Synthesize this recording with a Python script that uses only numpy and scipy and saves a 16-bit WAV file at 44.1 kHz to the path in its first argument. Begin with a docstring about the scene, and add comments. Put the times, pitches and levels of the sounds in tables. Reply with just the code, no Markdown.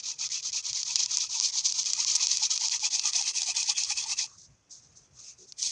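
"""A wooden spindle is rolled to and fro between two palms, its tip grinding in a board on the ground outdoors.
Each stroke is a swell of tiny random slips that hiss and ring the wood; ticks are short snaps with a knock,
and when the tip catches, ringing noise makes a hollow groan. After about four seconds the hands stop and slide
up the stick with a faint rustle of filtered slips and one low creak. A last stroke follows. Filtered noise
makes a quiet outdoor floor and a low rumble of uneven level, with brief swells in the pause."""
import sys
import numpy as np
from scipy import signal
from scipy.io import wavfile
from scipy.ndimage import uniform_filter1d

SR = 44100
rng = np.random.default_rng(int(sys.argv[2]) if len(sys.argv) > 2 else 0)


def to_wav(s):
    """Save 16-bit WAV."""
    ch = np.atleast_2d(s).T  # columns
    pcm = np.round(np.clip(ch, -1, 1) * 32767)  # PCM
    wavfile.write(sys.argv[1], SR, pcm.astype(np.int16))


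N = 251983
T = np.arange(N) / SR  # time of every sample in seconds

# Strokes, out and back by turns. Each row: time of the turn in seconds, rub level at the turn in dB,
# rub level at full speed in dB, place of full speed within the stroke (0-1, later held to 0.2-0.8).
STROKES = [(0.022, -59.5, -30.5, 0.5), (0.178, -55.5, -29.5, 0.57), (0.288, -59, -29, 0.38),
           (0.418, -58, -31, 0.44), (0.515, -58, -26.5, 0.48), (0.622, -61.5, -29.5, 0.63),
           (0.73, -46.5, -27.5, 0.32), (0.843, -48.5, -29.5, 0.4), (0.974, -34.5, -26, 0.16),
           (1.073, -48, -29, 0.42), (1.183, -36.6, -26, 0.25), (1.284, -53, -27.5, 0.56),
           (1.407, -41, -23, 0.33), (1.517, -48, -26, 0.62), (1.626, -46.5, -25, 0.24),
           (1.734, -46.5, -25.5, 0.59), (1.836, -41.5, -25.0, 0.23), (1.948, -39, -24.5, 0.5),
           (2.057, -43.5, -22.5, 0.24), (2.177, -35, -25, 0.42), (2.278, -43.5, -23.0, 0.35),
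           (2.387, -37, -24, 0.57), (2.486, -49.5, -23, 0.3), (2.589, -44, -24.5, 0.52),
           (2.691, -48.5, -23.5, 0.43), (2.791, -52, -26.0, 0.61), (2.897, -53, -25, 0.41),
           (3.013, -41.5, -24, 0.61), (3.116, -46, -25.0, 0.38), (3.235, -38, -26, 0.46),
           (3.328, -52.5, -26.5, 0.26), (3.446, -39, -26.5, 0.41), (3.537, -52.5, -25, 0.29),
           (3.652, -40.5, -26, 0.56), (3.744, -49.5, -27.0, 0.38), (3.858, -40, -26.5, 0.63),
           (3.948, -46, -26, 0.27), (4.052, -43, -27, 0.63), (4.156, -53, -28, 0.3),
           (5.571, -63, -28.5, 0.46)]
# Ways the board rings. Each row: pitch in Hz before the bend below, width in Hz, relative level in dB.
BOARD = [(860, 176, -2), (1157, 156, -3.5), (383, 350, -19)]
# The board's pitch falls as the hands work down, and is higher in the last stroke.
# Each row: time in seconds, factor on the pitch.
BOARD_PITCH = [(0, 1.09), (1.5, 1.06), (2.5, 1.065), (4.3, 1.008), (5.7, 1.32)]


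def gain_of(db):
    """Turns decibels into amplitude."""
    return 10 ** (np.asarray(db) / 20)


def evened(x):
    """Scales a signal to an rms of 1."""
    return x / np.sqrt(np.mean(x ** 2) + 1e-20)


def along(rows):
    """Draws straight lines between (seconds, value) rows and reads them at every sample."""
    return np.interp(T, *np.transpose(sorted(rows)))


def coloured(x, points):
    """Filters x to a spectrum of (Hz, relative dB) points, with unit energy and no sound ahead of its cause."""
    f, db = np.transpose(points)
    hz = abs(np.fft.fftfreq(8192, 1 / SR))
    db_at_hz = np.interp(np.log(hz + 1), np.log(f), np.maximum(db, -100))
    log_gain = np.log(gain_of(db_at_hz))
    # the Hilbert transform gives the phase that puts the energy as early as possible
    taps = np.fft.ifft(np.exp(np.conj(signal.hilbert(log_gain)))).real[:4096]
    return signal.oaconvolve(x, taps / np.linalg.norm(taps))[:N]


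def resonate(x, hz, width):
    """Rings at a fixed or moving pitch: shifts it down to zero, smooths twice and shifts back."""
    turn = np.exp(2j * np.pi * np.cumsum(hz * np.ones(len(x))) / SR)
    r = np.exp(-np.pi * width / SR)
    smooth = signal.lfilter([(1 - r) ** 2], [1, -2 * r, r * r], x / turn)
    return 2 * (turn * smooth).real


def wander(seconds):
    """Makes a smooth random curve of rms 1 that changes over this many seconds."""
    size = max(int(seconds * SR), 1)
    once = uniform_filter1d(rng.standard_normal(N), size)
    return evened(uniform_filter1d(once, size))


def slips(spread_db, clump_db, clump_s):
    """Makes dense stick-slip clicks of uneven size that come in clumps."""
    spread = spread_db * np.minimum(rng.exponential(1, N), 5)
    size = gain_of(spread + clump_db * wander(clump_s))
    return evened(size * rng.standard_normal(N))


def patchy(x, depth_db, width_hz, seconds):
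    """Lets the colour drift in random patches over time and frequency, as the contact changes."""
    z = signal.stft(x, nperseg=256, noverlap=192)[2]
    field = rng.standard_normal(z.shape[::-1]).T
    bins = max(int(width_hz * 256 / SR), 1)
    frames = max(int(seconds * SR / 64), 1)
    field = uniform_filter1d(field, bins, axis=0)
    field = evened(uniform_filter1d(field, frames, axis=1))
    field -= field[22:44].mean(0)  # keeps the average change near 4-7.5 kHz at zero dB
    return evened(signal.istft(z * gain_of(depth_db * field), nperseg=256, noverlap=192)[1][:N])


def drill():
    """The slips hiss directly and ring board and spindle, all under the speed of the stroke."""
    # Colour of the rub. Each row: frequency in Hz, relative level in dB.
    rub_tone = [(400, -91), (1000, -19.5), (1550, -45), (1850, -26), (2300, -15), (3060, -11.5),
                (3500, -5.5), (4390, 1), (5200, 3), (6310, 6.5), (6700, 3.5), (7300, -5.5), (7910, -20.5),
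                (9500, -65)]
    # The finest hiss, stronger later on as the tip polishes the hole. Each row: time in seconds, level in dB.
    fizz = [(0, -28.5), (1.5, -27), (2.8, -25), (3.3, -18.5), (4.2, -20.5), (5.6, -18)]
    # Colour of the finest hiss. Each row: frequency in Hz, relative level in dB.
    fizz_tone = [(6500, -16), (7800, 3), (9200, 0), (9700, -12.5), (10200, -17), (10800, -41)]
    # Ways the spindle rings. Each row: pitch in Hz, width in Hz, relative level in dB.
    spindle = [(2550, 240, -1.5), (2080, 380, -8), (3400, 450, -4.5)]
    # How strongly the wood rings. Each row: time in seconds, board level in dB, spindle level in dB,
    # both against the rub and midway between out and back strokes.
    wood = [(0, -26.5, -16), (.6, -27, -17.5), (1.2, -27.5, -18), (1.65, -32, -22.5), (2.2, -24.5, -15),
            (2.6, -28, -16.5), (3.2, -26, -14), (4.202, -24.5, -11.5), (5.6, -55, -18)]
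    back_step_db = (2.5, -1)  # back stroke against out stroke: board louder, spindle softer

    speed = gain_of(uniform_filter1d(rubbing(), size=130))
    stroke = np.clip(np.searchsorted(np.transpose(STROKES)[0], T) - 1, 0, None)
    mean_speed = np.sqrt(np.bincount(stroke, speed ** 2) / np.bincount(stroke))[stroke]
    drive = slips(spread_db=0.5, clump_db=1.0, clump_s=0.0031)
    drive = patchy(drive, depth_db=1.0, width_hz=1500, seconds=.005)
    drive = patchy(drive, depth_db=0.35, width_hz=500, seconds=.04)

    flares = gain_of(2.2 * wander(0.0073))
    out = coloured(speed * flares * drive, rub_tone)
    fizz_speed = speed ** 0.87 * mean_speed ** 0.077
    out += coloured(fizz_speed * gain_of(along(fizz)) * drive, fizz_tone)

    # the wood follows the stroke more evenly than the hiss, and catches in short chatters
    wood_drive = drive * speed ** .8 * mean_speed ** .2
    s, *ring_db = np.transpose(wood)
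    back = uniform_filter1d(stroke % 2 - .5, size=600)  # -0.5 on out strokes, +0.5 on back strokes
    pitches = (along(BOARD_PITCH), 1)
    for modes, wood_db, back_db, pitch in zip((BOARD, spindle), ring_db, back_step_db, pitches):
        level = gain_of(np.interp(T, s, wood_db) + back_db * back)
        for hz, width, db in modes:
            chatter = gain_of(3.82 * wander(0.025))
            bent = hz * pitch * (1 + .02 * wander(.04))  # the grip shifts the pitch a little
            ring = resonate(level * chatter * wood_drive, bent, width)
            # the root keeps narrow and wide rings about equally strong
            out += gain_of(db) * np.sqrt(SR / width / 2) * ring
    return out


def rubbing():
    """Gives the level of the rub in dB: a dip at each turn, a quick grip, a swell to full speed and back."""
    # The rub outside the strokes, dying at the start and silent in the pause.
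    # Each row: time in seconds, rub level in dB.
    rests = [(0, -36), (4.31, -83), (5.56, -71)]
    stop_s, last_end_s = 4.275, 5.74  # the hands stop for a pause; the final stroke ends
    longest_s = 0.13  # the palms run out of length, then wait for the turn
    grip_s, let_go_s = 0.013, 0.018  # the rub jumps up after a turn and drops away before the next
    grip_db, let_go_db = (-11, -10), (-10, -5.5)  # against full speed at those moments: (out, back)

    turn, dip_db, top_db, place = np.transpose(STROKES)
    end = np.minimum(np.append(turn[1:], last_end_s), turn + longest_s)
    end[-2:] = stop_s, last_end_s
    way = np.arange(len(turn)) % 2  # 0 out, 1 back
    top_s = turn + np.clip(place, .2, .8) * (end - turn)
    end_db = np.append(dip_db[1:], dip_db[-1])
    times = [turn, turn + grip_s, top_s, end - let_go_s, end]
    levels = [dip_db, top_db + np.take(grip_db, way), top_db, top_db + np.take(let_go_db, way), end_db]
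    return along(rests + list(zip(np.ravel(times), np.ravel(levels))))


def ticks():
    """Each tick is a snap of a few cycles, a few milliseconds of scatter and a knock in the wood."""
    # Ticks of the spindle and cracks of grit. Each row: time in seconds, peak of the snap in dB,
    # scatter in dB against that peak before it fades.
    tick_rows = [(.0275, -34, -19), (.1915, -26, -25), (.2905, -24, -33), (.3194, -16, -24),
                 (.4059, -28, -24), (.5212, -25, -22), (.627, -32, -11), (.7312, -13, -18),
                 (.8313, -12.5, -9.5), (.9578, -4, -57), (.9588, -7, -10.5), (.9647, -13.3, -18),
                 (1.0023, -12, -15), (1.061, -11, -17), (1.172, -5, -18), (1.1846, -12, -16),
                 (1.4006, -5.5, -26), (1.4106, -13, -16), (1.7234, -12.5, -11), (1.8318, -17, -24),
                 (1.8426, -21, -23), (1.859, -14.5, -12), (1.9344, -5, -17), (2.048, -10, -25),
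                 (2.1526, -8.5, -16), (2.1557, -6.5, -6), (2.163, -9.5, -7.5), (2.2704, -5.5, -17),
                 (2.2826, -20.5, -1), (2.3151, -14, -7), (2.3716, -9.5, -10), (2.3825, -17, -12),
                 (2.5774, -10.5, -16), (2.6845, -9.4, -22), (2.6962, -17, -10), (2.7953, -21, -13),
                 (2.8474, -12, -25), (2.917, -23, -22), (2.9956, -7.5, -14), (3.134, -12.5, -10),
                 (3.213, -18, -1), (3.225, -13, -33), (3.4186, -14.5, -3), (3.4315, -19, 1),
                 (3.6289, -19.5, 2), (3.642, -22, -12.6), (3.8356, -18, 1), (3.847, -17, -7),
                 (4.0402, -19.5, -16), (4.2426, -18, -20), (4.265, -31, -25), (5.1927, -40, -25),
                 (5.5229, -24, -14.5), (5.6274, -25.5, 4), (5.6292, -14, -31)]
    tick_hz, tick_spread = 5500, 0.048  # usual pitch, and its random spread as a fraction
    click_tone = [(700, -36.5), (2500, 4), (4000, -10), (8000, 1), (10500, -35.5)]  # (Hz, relative dB)

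    t = np.arange(-40, 700) / SR
    out, blows = np.zeros(N), np.zeros(N)
    scatter = rng.standard_normal((len(tick_rows), len(t)))
    for (s, db, scatter_db), noise in zip(tick_rows, scatter):
        hz = tick_hz * (1 + tick_spread * noise[0])
        snap = np.exp(-(t / 0.00019) ** 2) * np.cos(2 * np.pi * hz * t)
        grit = evened(resonate(resonate(noise, hz, 4100), hz, 4100))
        # falls 60 dB in 18 ms after a quick rise
        tail = grit * gain_of(scatter_db - 60 * t / .018) * np.clip(t / .0006, 0, 1)
        at = round(s * SR)
        out[at - 40:at + 700] += gain_of(db) * (snap + tail)
        blows[at] = gain_of(db)
    pitch = along(BOARD_PITCH)
    knock = sum(gain_of(db) * resonate(blows, hz * pitch, width) for hz, width, db in BOARD)
    click = coloured(blows, click_tone)
    return out + gain_of(-2.2) * knock + gain_of(-12.5) * click


def catches():
    """The tip catches, and a burst of slips rings the board in a short hollow groan."""
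    # Each row: start in seconds, rough peak in dB, pitch in Hz.
    catch_rows = [(.989, -39, 970), (1.058, -47, 975), (1.17, -41, 976), (1.394, -37, 1066),
                  (1.553, -42.5, 886), (1.667, -46, 1026), (1.779, -39.5, 950), (1.978, -35, 966),
                  (2.05, -39.5, 1080), (2.13, -51, 1026), (2.2, -39.5, 1080), (2.417, -34, 863),
                  (2.612, -38, 870), (2.712, -53.5, 1120), (2.823, -31.5, 853), (3.043, -40.5, 840),
                  (3.149, -43, 713), (3.205, -38, 817), (3.412, -34, 800), (3.483, -36.5, 750),
                  (3.542, -55, 910), (3.612, -43, 860), (3.686, -31.5, 864), (3.903, -35, 838),
                  (3.987, -43.5, 945), (4.056, -38.5, 884), (4.108, -39, 840), (4.233, -44, 875)]
    groan_s = 0.029  # length of each groan

    out, bursts = np.zeros(N), rng.standard_normal((len(catch_rows), 4000))
    for (s, db, hz), noise in zip(catch_rows, bursts):
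        u = np.arange(4000) / SR / groan_s
        swell = np.sin(np.pi * np.minimum(u, 1) ** 0.24)  # rises fast, fades slowly
        groan = evened(resonate(noise, hz, 67)) * swell
        out[round(s * SR):][:4000] += gain_of(db) * groan / 2  # half, as peaks stand well above the rms
    return out


def palms():
    """Skin slips along the stick in a rustle and makes the stick sound, with one low creak."""
    # The stick under the sliding palms. Each row: time in seconds, hollow part near 1.2 kHz in dB,
    # scrape near 2.5 kHz in dB.
    stick = [(4.26, -63, -61), (4.3, -63, -72), (4.36, -68, -89), (4.4, -101, -93.5), (5.16, -85, -99),
             (5.19, -61.5, -64), (5.22, -77, -71), (5.31, -73, -63), (5.35, -85, -77), (5.57, -91, -91)]
    # Colour of the rustle. Each row: frequency in Hz, relative level in dB.
    slide_tone = [(2000, -53), (2900, -29), (3560, -10.5), (4300, -4.5), (6390, 7.5), (7200, -2),
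                  (9500, -25.5), (10500, -43)]
    # A short low creak as the palms grip: start in seconds, length in seconds, lowest pitch in Hz, level in dB.
    creak = (5.385, .075, 360, -64)

    sliding = (T > stick[0][0]) * (T < stick[-1][0])
    s, hollow_db, scrape_db = np.transpose(stick)
    skin = slips(spread_db=1.5, clump_db=1.5, clump_s=0.006)
    drive = sliding * patchy(skin, depth_db=2.0, width_hz=980, seconds=0.017)
    rustle = coloured(brushing() * drive, slide_tone)
    for db, hz, width in ((hollow_db, 1180, 300), (scrape_db, 2550, 600)):
        ring = resonate(drive, hz, width)
        rustle += gain_of(np.interp(T, s, db)) * np.sqrt(SR / width / 2) * ring

    start, length, hz, db = creak
    u = np.clip((T - start) / length, 0, 1)
    turns = np.cumsum(hz * (1 + .12 * (2 * u - 1) ** 2)) / SR  # the pitch dips midway
    uneven = np.sin(2 * np.pi * turns) + 0.54 * np.sin(np.pi * turns)  # with a tone an octave below
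    uneven += 0.75 * evened(resonate(rng.standard_normal(N), 410, 130))
    return rustle + gain_of(db) * np.sin(np.pi * u) ** 0.17 * uneven


def brushing():
    """Gives the strength of the palms on the stick: each brush touches quickly, slides and lifts off."""
    # Each row: moment of full touch in seconds, length in seconds, level in dB at first, level in dB at last.
    brushes = [(4.264, 0.15, -52.5, -61), (4.384, 0.066, -53, -53), (4.461, .22, -68, -78),
               (4.718, 0.07, -44.5, -53.5), (4.81, .06, -59.5, -59), (4.893, 0.042, -65, -63),
               (4.968, 0.013, -52.5, -53.5), (5.006, 0.06, -59, -68), (5.124, 0.077, -68.5, -46.5),
               (5.182, 0.12, -55, -44.5), (5.388, 0.055, -53.5, -54), (5.485, 0.027, -48.5, -59)]
    touch_s, lift_db_per_s = 0.031, -420  # rise ahead of full touch; fall after the brush

    out = np.zeros(N)
    for start, length, first_db, last_db in brushes:
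        t = T - start
        slide_db = np.interp(t, [0, length], [first_db, last_db])
        db = slide_db + lift_db_per_s * np.maximum(t - length, 0)
        touch = np.clip(1 + t / touch_s, 0, 1) ** 2
        out = np.maximum(out, gain_of(db) * touch)  # the stronger brush wins
    return out


def air():
    """Filtered noise makes a soft wide floor and a low rumble of uneven level."""
    # Colour of the outdoor floor. Each row: frequency in Hz, relative level in dB.
    floor_tone = [(90, -26.5), (200, -15.5), (480, -15.5), (700, -19), (1000, -20), (1700, -23),
                  (3000, -26.5), (4500, -37), (5900, -19), (7000, -32), (8500, -44), (10500, -50)]
    # Low rumble of uneven level, with brief swells in the pause.
    # Each row: time in seconds, level in dB around which it wavers.
    rumble = [(0, -69), (2, -71), (3, -75.5), (4.4, -69.5), (4.5, -61), (4.62, -73), (4.82, -71),
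              (4.91, -61), (5.05, -74), (5.15, -60.5), (5.25, -76), (5.42, -69.5), (5.71, -76)]
    rumble_tone = [(20, -34.5), (55, 5.0), (150, 6), (260, -11.5), (500, -50.5)]  # (Hz, relative dB)

    floor_level = gain_of(-70.5 + wander(0.086))  # drifts by about 1 dB
    floor = floor_level * coloured(rng.standard_normal(N), floor_tone)
    uneven = gain_of(along(rumble) + 2.8 * wander(.04)) * rng.standard_normal(N)
    return floor + coloured(uneven, rumble_tone)


def scene():
    """Adds all sounds together at one microphone."""
    return (drill() + catches() + ticks() + palms() + air())[None]


def record(dry):
    """Removes what lies above about 11 kHz."""
    edge_hz = 11000
    low_pass = signal.firwin(255, edge_hz, window=("kaiser", 6), fs=SR)
    return signal.oaconvolve(dry, low_pass[None], "same")


dry = scene()
out = record(dry)
to_wav(out)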